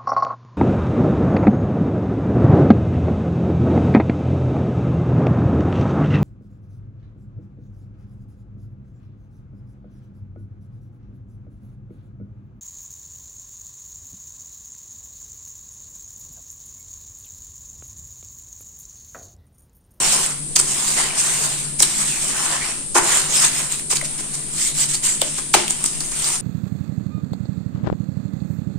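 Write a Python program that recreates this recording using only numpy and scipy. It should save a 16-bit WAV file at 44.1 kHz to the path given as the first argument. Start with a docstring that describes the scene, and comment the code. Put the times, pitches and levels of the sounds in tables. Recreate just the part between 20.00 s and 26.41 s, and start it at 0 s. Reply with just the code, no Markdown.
"""Wet crackling, squelching and slapping: two hands work dirt and cement slurry in a bowl in a small room.
Dragged grit ticks, tiny wet cavities pop, sticky films snap and slurry rasps between the fingers.
Slaps throw spray, open air pockets that fall in pitch and set the bowl ringing.
A faint hum and hiss lie underneath; the two close microphones each ring in the treble."""
import sys
import numpy as np
from scipy import signal
from scipy.fft import rfft, irfft, next_fast_len
from scipy.io import wavfile
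from scipy.ndimage import uniform_filter1d, map_coordinates

SR = 44100
rng = np.random.default_rng(int(sys.argv[2]) if len(sys.argv) > 2 else 0)


def master(y):
    """Save y as 16-bit WAV."""
    cut = np.clip(np.atleast_2d(y).T, -1, 1)
    pcm = np.round(cut * 32767)  # scale
    wavfile.write(sys.argv[1], SR, pcm.astype(np.int16))


N = 282681


def raking():
    """Fingers drag through the paste: sand ticks, wet films snap, coarse grains crack, the mass churns."""
    # Spectra of sand, wet films and the moving mass. Each row: frequency in Hz, level in dB.
    grit_shape = [(500, -66), (2500, -8), (5000, -3), (7500, 1), (9500, -5), (11500, -7.5), (15000, -14.5)]
    squelch_shape = [(300, -51), (1000, -13.5), (2000, -3), (3500, -2), (5500, -3.5), (9000, -8.5),
                     (15000, -45)]
    churn_shape = [(80, -22), (220, -11), (380, -1.5), (520, -5), (1000, 0.5), (1500, -1.5), (3000, -3),
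                   (8000, -61)]
    grit_db, squelch_db, churn_db = stroke_levels_db()
    slip_db = wobble(35) + 0.48 * wobble(170)  # the paste gives way in clumps
    sand = amp(grit_db - 6.5 + 1.2 * wobble(90))
    sand = sand * patter(grit_shape, per_s=22000, scatter_db=3.5, spread_s=0.00012)
    coarse = amp(grit_db - 13) * patter(grit_shape, per_s=200, scatter_db=-1.2)
    fizz = amp(grit_db - 18) * bubbles(per_s=420, centre_hz=7363, octaves=0.767, scatter_db=5, cycles=24)
    films = amp(squelch_db - 1.5) * patter(squelch_shape, per_s=8000, scatter_db=0.5)
    crackle = bubbles(per_s=370, centre_hz=3473, octaves=1.496, scatter_db=9.5, cycles=8)
    crackle *= amp(squelch_db - 14)
    ticks = amp(squelch_db - 9) * patter(squelch_shape, per_s=200, scatter_db=-0.5)
    mass = amp(churn_db + 2) * patter(churn_shape, per_s=6500, scatter_db=3.5, spread_s=0.00017)
    pops = bubbles(per_s=260, centre_hz=1336, octaves=1.93, scatter_db=16, cycles=4.4)
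    pops *= amp(churn_db - 10)
    paste = sand + coarse + fizz + films + crackle + ticks + mass + pops
    return finger_gaps(amp(slip_db) * paste, depth_db=2)


def stroke_levels_db(waver_db=0.5, waver_per_s=20):
    """Grit, squelch and churn levels: each stroke builds, holds and slows, under uneven pressure."""
    # Hand strokes. Each row: start, rise, hold and slowing in seconds; grit, squelch and churn in dB.
    strokes = [(0.0, 0.005, 0.19, 0.29, -21, -26, -33), (0.05, 0.073, 0.01, 0.076, -18.5, -29, -54),
               (0.567, 0.25, 0.13, 0.18, -21.5, -32, -36.5), (0.95, 0.035, 0.021, 0.3, -23.5, -26.5, -29.5),
               (1.138, 0.061, 0.16, 0.57, -21.5, -27.5, -35), (1.81, 0.068, 0.24, 0.14, -24, -30.5, -41),
               (2.122, 0.11, 0.067, 0.092, -24.5, -33.5, -38.5),
               (2.263, 0.18, 0.018, 0.19, -24, -32.5, -34), (2.401, 0.069, 0.19, 0.29, -29.5, -30.5, -37),
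               (2.943, 0.038, 0.03, 0.13, -28, -31, -29), (2.97, 0.18, 0.016, 0.18, -18.5, -23, -29.5),
               (3.224, 0.18, 0.047, 0.2, -17.5, -24.5, -32), (3.522, 0.05, 0.025, 0.32, -24.5, -33, -36.5),
               (3.685, 0.038, .01, 0.17, -25.5, -35, -50), (3.942, 0.02, 0.44, 0.95, -39, -43, -50.5),
               (4.505, 0.15, 0.013, 0.093, -22, -30.5, -46), (4.732, 0.1, 0.0065, 0.053, -18.5, -28.5, -43),
               (4.875, 0.028, .005, 0.15, -22, -30, -51), (5.016, 0.055, 0.022, 0.15, -19.5, -30, -40),
               (5.162, 0.096, 0.066, 0.36, -32, -35, -51), (5.538, 0.015, 0.031, 0.25, -38, -26, -40),
               (5.657, 0.026, 0.51, 0.24, -32.5, -41, -48), (6.13, 0.15, 0.051, 0.15, -22.5, -31.5, -40.5)]
    t = np.arange(N) / SR
    power = np.zeros((3, N))
    for start_s, rise_s, hold_s, slowing_s, *levels_db in strokes:
        push = np.sin(np.pi / 2 * np.clip((t - start_s) / rise_s, 0, 1))
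        speed = 1 - np.clip((t - start_s - rise_s - hold_s) / slowing_s, 0, 1)
        power += np.outer(amp(levels_db), push * speed ** 2) ** 2
    return 10 * np.log10(power + 1e-12) + waver_db * wobble(waver_per_s)


def finger_gaps(x, depth_db):
    """Gaps between the fingers open and close, so broad patches of the spectrum come and go."""
    spectrum = signal.stft(x, nperseg=512)[2]
    patches = uniform_filter1d(rng.standard_normal(spectrum.shape[1:]), size=6, axis=0)
    patches = uniform_filter1d(patches, size=10, axis=1)
    return signal.istft(spectrum * amp(depth_db * unit(patches)), nperseg=512)[1][:, :N]


def bubbles(per_s, centre_hz, octaves, scatter_db, cycles):
    """Small pockets open at random in the stirred paste."""
    track = np.zeros((2, N))
    for when, pitch, size, side in rng.random((int(per_s * N / SR), 4)):
        hz = centre_hz * 2 ** (octaves * (pitch - 0.5))
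        pan = np.sqrt([[1 - side], [side]])
        add(track, when * N / SR, pan * amp(scatter_db * size ** 2) * pocket(cycles / hz, hz, 0.875 * hz))
    return unit(track)


def slaps():
    """A landing hand throws spray, squirts water sideways and thumps the mass, which then flows back."""
    # Hand landings. Each row: start and contact time in seconds; spray, squirt and thud in dB.
    landings = [(0.5595, 0.0073, -17, -20.5, -20.5), (0.589, 0.012, -19.5, -34, -25.5),
                (1.183, 0.029, -23, -35, -52), (1.791, 0.0072, -25.5, -32, -44),
                (1.801, 0.0036, -16, -20, -22.5), (1.823, 0.0064, -18, -20, -21),
                (2.95, 0.037, -19, -41, -16), (3.902, 0.035, -22.5, -27.5, -32),
                (3.955, 0.014, -24.5, -29, -33), (4.012, 0.003, -44, -40, -31),
                (4.044, 0.019, -30, -36, -45), (4.182, 0.027, -31.5, -41, -38),
                (4.339, 0.015, -28.5, -45, -39), (4.938, 0.015, -23.5, -31, -36.5),
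                (5.214, 0.0053, -25, -24, -21), (5.379, 0.012, -28.5, -37, -29),
                (5.5385, 0.012, -16.5, -9.5, -17), (5.704, 0.0038, -21, -28, -26.5),
                (5.84, .004, -26, -32, -26.5), (5.858, 0.0052, -19.5, -48, -37),
                (6.005, 0.005, -28, -41, -29), (6.116, 0.0064, -28.5, -42, -30)]
    # Spectra of droplets, expelled water and struck slurry. Each row: frequency in Hz, level in dB.
    spray_shape = [(300, -19), (1200, -29), (3000, -1.5), (6000, 9), (9000, 5.5), (15000, -11)]
    squirt_shape = [(400, -42), (1300, -15), (2300, 2), (3500, -2), (5000, -5), (8000, -13.5), (15000, -18)]
    thud_shape = [(100, -41), (220, -16), (350, 3), (500, -13), (800, -4.5), (1200, -5), (2200, -7.5),
                  (4000, -20), (12000, -41)]
    touch_s, touch_db = 0.0072, -2.5  # fingertips land earlier and softer than the palm
    settle_t60_s, settle_db = 0.33, -11.5
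    spray_level, squirt_level, thud_level = np.zeros((3, N))
    t = np.arange(SR // 4) / SR - touch_s
    landed_s = np.maximum(t, 0)
    touch = amp(touch_db) * np.clip(1 + t / touch_s, 0, 1) * (t < 0)
    for start_s, contact_s, spray_db, squirt_db, thud_db in landings:
        after_s = np.maximum(t - contact_s, 0)
        release = np.maximum(amp(-60 * after_s / 0.019), amp(settle_db - 60 * after_s / settle_t60_s))
        contact = (1 - np.exp(-landed_s / 0.00074)) * release
        thump = (1 - np.exp(-landed_s / 0.0036)) * amp(-60 * after_s / 0.049)
        add(spray_level, start_s - touch_s, amp(spray_db) * (touch + contact))
        add(squirt_level, start_s - touch_s, amp(squirt_db) * contact)
        add(thud_level, start_s - touch_s, amp(thud_db) * thump)
    spray = spray_level * patter(spray_shape, per_s=12000, scatter_db=-2, spread_s=0.00007)
    squirt = squirt_level * patter(squirt_shape, per_s=5500, scatter_db=-2, spread_s=0.00007)
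    thud = thud_level * patter(thud_shape, per_s=7300, scatter_db=3, spread_s=0.0002)
    return amp(-1) * (spray + squirt + thud)


def snaps():
    """A stretched film lets go with one sharp click; the smaller the film, the higher its pitch."""
    # Sticky films between skin and paste. Each row: start in seconds, pitch in Hz, level in dB.
    films = [(0.0248, 8490, -17), (0.147, 7000, -11), (0.262, 8500, -15), (0.5565, 6530, -11),
             (0.5606, 4700, 1.5), (0.566, 6300, -3.5), (0.5663, 2920, -8), (.5917, 7600, -12),
             (0.599, 8260, -6), (.6132, 7600, -9), (1.8034, 5900, -3), (1.804, 8340, -11),
             (1.8237, 9000, -1.5), (1.824, 5160, -1), (1.8268, 7200, -3), (1.8305, 3920, -2),
             (3.15, 7550, -11), (3.172, 8150, -7), (3.449, 7900, -7), (3.7234, 7300, -12),
             (3.796, 2300, -17.5), (3.913, 7500, -9), (3.917, 4570, -11), (3.9575, 7000, -17),
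             (3.9645, 6350, -14), (3.9698, 4470, -7), (4.0135, 1500, -18), (5.2166, 3430, -2.5),
             (5.2164, 7900, -9), (5.680, 3100, -8), (5.7073, 7600, -7), (5.8406, 7960, -7.5),
             (6.0057, 5280, -9.5), (6.244, 4700, -7)]
    track = np.zeros((2, N))
    t = np.arange(SR // 50) / SR
    for start_s, hz, db in films:
        wander_rad = 0.29 * np.cumsum(rng.standard_normal((2, len(t))), axis=1)  # broadens the ring
        envelope = amp(db - 60 * t / 0.009) * (1 - np.exp(-t / 0.00025))
        click = np.diff(envelope * np.sin(2 * np.pi * hz * t + wander_rad), prepend=0)
        add(track, start_s, click / (2 * np.sin(np.pi * hz / SR)))
    return track


def plops(tear_db=1.8, tear_cycles=1.37):
    """Larger air pockets open under the hands; their gritty walls tear unevenly and roughen the note."""
    # Trapped air. Each row: start and glide time in seconds, first and last pitch in Hz, level in dB.
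    pockets = [(0.564, 0.01, 1225, 403, -23), (0.596, .004, 1600, 1200, -20),
               (0.998, 0.0065, 1220, 740, -15), (1.103, 0.0083, 2670, 2150, -17.5),
               (1.8021, 0.0025, 6200, 4900, -2), (1.804, 0.0088, 1500, 404, -18.5),
               (1.828, 0.007, 5220, 2630, -11), (1.83, 0.0058, 2400, 700, -30),
               (2.953, 0.011, 1425, 747, -8), (2.953, 0.01, 540, 394, -11.5),
               (2.978, 0.0089, 1370, 743, -7), (2.998, 0.0094, 1150, 760, -19),
               (3.9265, 0.0049, 1710, 700, -18), (3.931, 0.0053, 575, 380, -17),
               (4.0115, 0.0048, 2320, 1910, -13.5), (4.024, 0.011, 745, 530, -23.5),
               (5.2185, 0.007, 940, 407, -11), (5.54, 0.0039, 2185, 785, 0),
               (5.5425, 0.0098, 920, 734, -2.5), (5.5505, 0.0045, 653, 320, -6.5),
               (5.564, 0.013, 377, 347, -12), (5.703, 0.0098, 382, 288, -24),
               (5.855, 0.0099, 332, 280, -19)]
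    track = np.zeros(N)
    for start_s, glide_s, first_hz, last_hz, db in pockets:
        note = pocket(glide_s, first_hz, last_hz)
        cycles = np.arange(len(note)) / SR * np.sqrt(first_hz * last_hz)
        tear = map_coordinates(rng.standard_normal(64), [cycles / tear_cycles], mode="wrap")
        add(track, start_s, amp(db + tear_db * tear) * note)
    return track


def pocket(glide_s, first_hz, last_hz):
    """An air pocket rings briefly, its pitch sinking as it widens."""
    progress = np.arange(int(2 * glide_s * SR)) / (glide_s * SR)
    hz = first_hz * (last_hz / first_hz) ** np.minimum(progress, 1)
    swell = (1 - np.exp(-progress / 0.31)) ** 2 * np.exp(-(progress / 0.84) ** 4)
    return swell * np.sin(2 * np.pi * np.cumsum(hz) / SR)


def rasps(width_hz=550):
    """Grit forced between fingers sounds in one resonance that slides as the gap changes."""
    # Squeezes. 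Each row: start and length in seconds, first and last pitch in Hz, level in dB.
    squeezes = [(2.062, 0.14, 2990, 2180, -34.5), (2.302, .22, 1595, 1353, -36),
                (2.36, 0.082, 7050, 5800, -46), (2.591, 0.082, 1850, 2430, -32),
                (2.945, 0.056, 1243, 1107, -19.5), (3.112, 0.11, 7060, 7320, -28.5),
                (3.281, 0.068, 6440, 6600, -32), (3.343, 0.075, 5350, 5100, -23.5),
                (4.66, .12, 3500, 4320, -40), (4.78, 0.043, 5340, 4970, -40),
                (4.924, 0.047, 4450, 4620, -29), (5.04, 0.087, 5900, 5730, -46),
                (5.206, 0.034, 3570, 3200, -30), (5.285, 0.26, 3450, 3210, -49),
                (5.98, 0.085, 5340, 5000, -41), (6.112, 0.046, 2425, 2280, -38)]
    track = np.zeros((2, N))
    clicks = grains(per_s=2900, scatter_db=1, spread_s=0.0004)
    flow = unit(filtered(clicks, lambda hz: 1 / (1 + (hz / width_hz) ** 2) ** 2))
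    for start_s, length_s, first_hz, last_hz, db in squeezes:
        progress = np.arange(int(length_s * SR)) / (length_s * SR)
        phase = 2 * np.pi * np.cumsum(first_hz * (last_hz / first_hz) ** progress) / SR
        band = np.sqrt(2) * np.sin(phase) * flow[:, round(start_s * SR):][:, :len(progress)]
        add(track, start_s, amp(db) * np.sin(np.pi * progress) * band)
    return track


def knocks():
    """One impulse for each palm that reaches the bottom of the bowl."""
    # Palm impacts. Each row: time in seconds, level in dB.
    impacts = [(5.548, 8), (5.859, -15)]
    track = np.zeros((2, N))
    for time_s, db in impacts:
        track[:, round(time_s * SR)] = amp(db)
    return track


def bowl(x):
    """The half-filled bowl rings hollowly after each blow."""
    # Bowl modes. Each row: frequency in Hz, T60 in seconds, level in dB.
    modes = [(217, 0.98, -11.5), (359.4, 0.44, -15), (636, 0.2, -11), (777, 0.26, -22), (890, 0.25, -10),
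             (991, 0.2, -15), (1210, 0.15, -16)]
    t = np.arange(SR // 2) / SR
    ring = sum(amp(db) * unit(amp(-60 * t / t60_s) * np.sin(2 * np.pi * hz * t))
               for hz, t60_s, db in modes)
    return signal.fftconvolve(x, ring[None] / np.sqrt(len(t)), axes=1)[:, :N]


def room(x, delay_s=0.005):
    """The walls return a short tail that dies sooner in the treble."""
    # Room decay. Each row: frequency in Hz, T60 in seconds.
    decay = [(150, 0.6), (800, 0.37), (3000, 0.25), (9000, 0.16), (15000, 0.086)]
    hz, t, spectrum = signal.stft(rng.standard_normal((2, SR // 2)), SR, nperseg=256)
    tail = signal.istft(spectrum * amp(-60 * t / along(decay, hz)[:, None]), SR, nperseg=256)[1]
    tail = np.pad(tail, ((0, 0), (int(delay_s * SR), 0)))
    return signal.fftconvolve(x, tail / np.linalg.norm(tail[0]), axes=1)[:, :N]


def hiss():
    """Steady noise, alike on both sides only in the low middle."""
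    # Hiss spectrum. Each row: frequency in Hz, level in dB.
    hiss_shape = [(20, 7), (50, -5.5), (110, -6.5), (190, -1.5), (300, -1.5), (550, -11), (1400, -21.5),
                  (4000, -16), (7000, -16.5), (9000, -7), (10600, -8.5), (11400, -41), (15000, -31)]
    side_shape = [(40, 1), (160, -7), (300, -9), (500, -7), (2000, 0.5)]
    mid, side = rng.standard_normal((2, N))
    side = filtered(side, lambda hz: amp(along(side_shape, hz)))
    return unit(filtered(np.array([mid + side, mid - side]), lambda hz: amp(along(hiss_shape, hz))))


def hum():
    """Narrow bands of noise make a low, wavering hum."""
    # Hum bands. Each row: centre and width in Hz, level in dB.
    bands = [(144.17, 7.9, -45), (156.2, 17.4, -47.5), (212.4, 11, -51.5), (361, 24, -61.5)]
    track = np.zeros(N)
    for centre_hz, width_hz, db in bands:
        noise = rng.standard_normal(N)
        band = filtered(noise, lambda hz: 1 / (1 + (2 * (hz - centre_hz) / width_hz) ** 2) ** 2)
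        track += amp(db) * unit(band)
    return track


def grains(per_s, scatter_db, spread_s):
    """Tiny random clicks from all over the bowl; each reaches the two microphones at its own moments."""
    size, offset = rng.standard_normal((int(per_s * N / SR), 2)).T
    left = rng.integers(0, N, len(size))
    right = (left + np.round(offset * spread_s * SR).astype(int)) % N
    size = np.sign(size) * amp(scatter_db * np.minimum(rng.standard_normal(len(size)), 2))
    return unit(np.array([np.bincount(left, size, N), np.bincount(right, size, N)]))


def patter(shape, per_s, scatter_db, spread_s=0.00009):
    """Grains with a (Hz, dB) spectrum, at rms 1."""
    return unit(colour(grains(per_s, scatter_db, spread_s), shape))


def amp(db):
    """Decibels to gain."""
    return 10 ** (np.asarray(db) / 20)


def unit(x):
    """Scale to rms 1."""
    return x / np.sqrt(np.mean(x ** 2) + 1e-20)


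def along(points, hz):
    """Read (Hz, value) points on a log axis."""
    points_hz, values = np.transpose(points)
    return np.interp(np.log(hz + 1), np.log(points_hz + 1), values)


def wobble(knots_per_s):
    """Smooth random curve."""
    knots = rng.standard_normal(int(N * knots_per_s / SR) + 4)
    return map_coordinates(knots, [np.arange(N) * knots_per_s / SR])


def filtered(x, response):
    """Zero-phase filter; response maps Hz to gain."""
    size = next_fast_len(N + SR // 2)
    return irfft(rfft(x, size) * response(np.fft.rfftfreq(size, 1 / SR)), size)[..., :N]


def colour(x, shape, size=2048):
    """Minimum-phase filter with a (Hz, dB) shape."""
    cepstrum = irfft(np.log(amp(along(shape, np.fft.rfftfreq(size, 1 / SR)))))
    cepstrum[1:size // 2] *= 2
    cepstrum[size // 2 + 1:] = 0
    return signal.oaconvolve(x, irfft(np.exp(rfft(cepstrum)))[None], axes=1)[:, :N]


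def add(track, start_s, sound):
    """Mix a sound into a track."""
    part = track[..., round(start_s * SR):][..., :sound.shape[-1]]
    part += sound[..., :part.shape[-1]]


def scene():
    """Hands in the bowl, the room around them, hiss and hum."""
    blows = slaps() + snaps() + plops()
    hands = raking() + rasps() + blows + bowl(amp(-25) * blows.mean(axis=0) + knocks())
    return hands + amp(-8.5) * room(hands) + amp(-34) * hiss() + hum()


def record(dry, top_hz=15450):
    """Each microphone port rings in the treble; peaks clip at full scale, then the band is limited."""
    # Microphone responses. Each row: frequency in Hz, gain in dB.
    left_mic = [(100, 3.5), (250, 3), (400, 0.5), (1200, 1.16), (2500, -1), (6100, -0.5), (7300, 4),
                (8700, 13.5), (9150, 12.5), (9650, 0.5), (9950, 8), (10400, -8), (10650, 3.5),
                (11000, -1.5), (15000, 0)]
    right_mic = [(100, -1), (400, -3.5), (1200, -0.5), (2500, -1), (6000, 1.5), (7100, 9), (7700, 9.5),
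                 (8750, 7.5), (9650, 4), (9950, 3), (10400, -10.5), (10650, 2), (11000, -3), (15000, -0.5)]
    heard = np.concatenate([colour(dry[:1], left_mic), colour(dry[1:], right_mic)])
    return filtered(np.clip(heard, -1, 1), lambda hz: hz < top_hz)


dry = scene()
out = record(dry)
master(out)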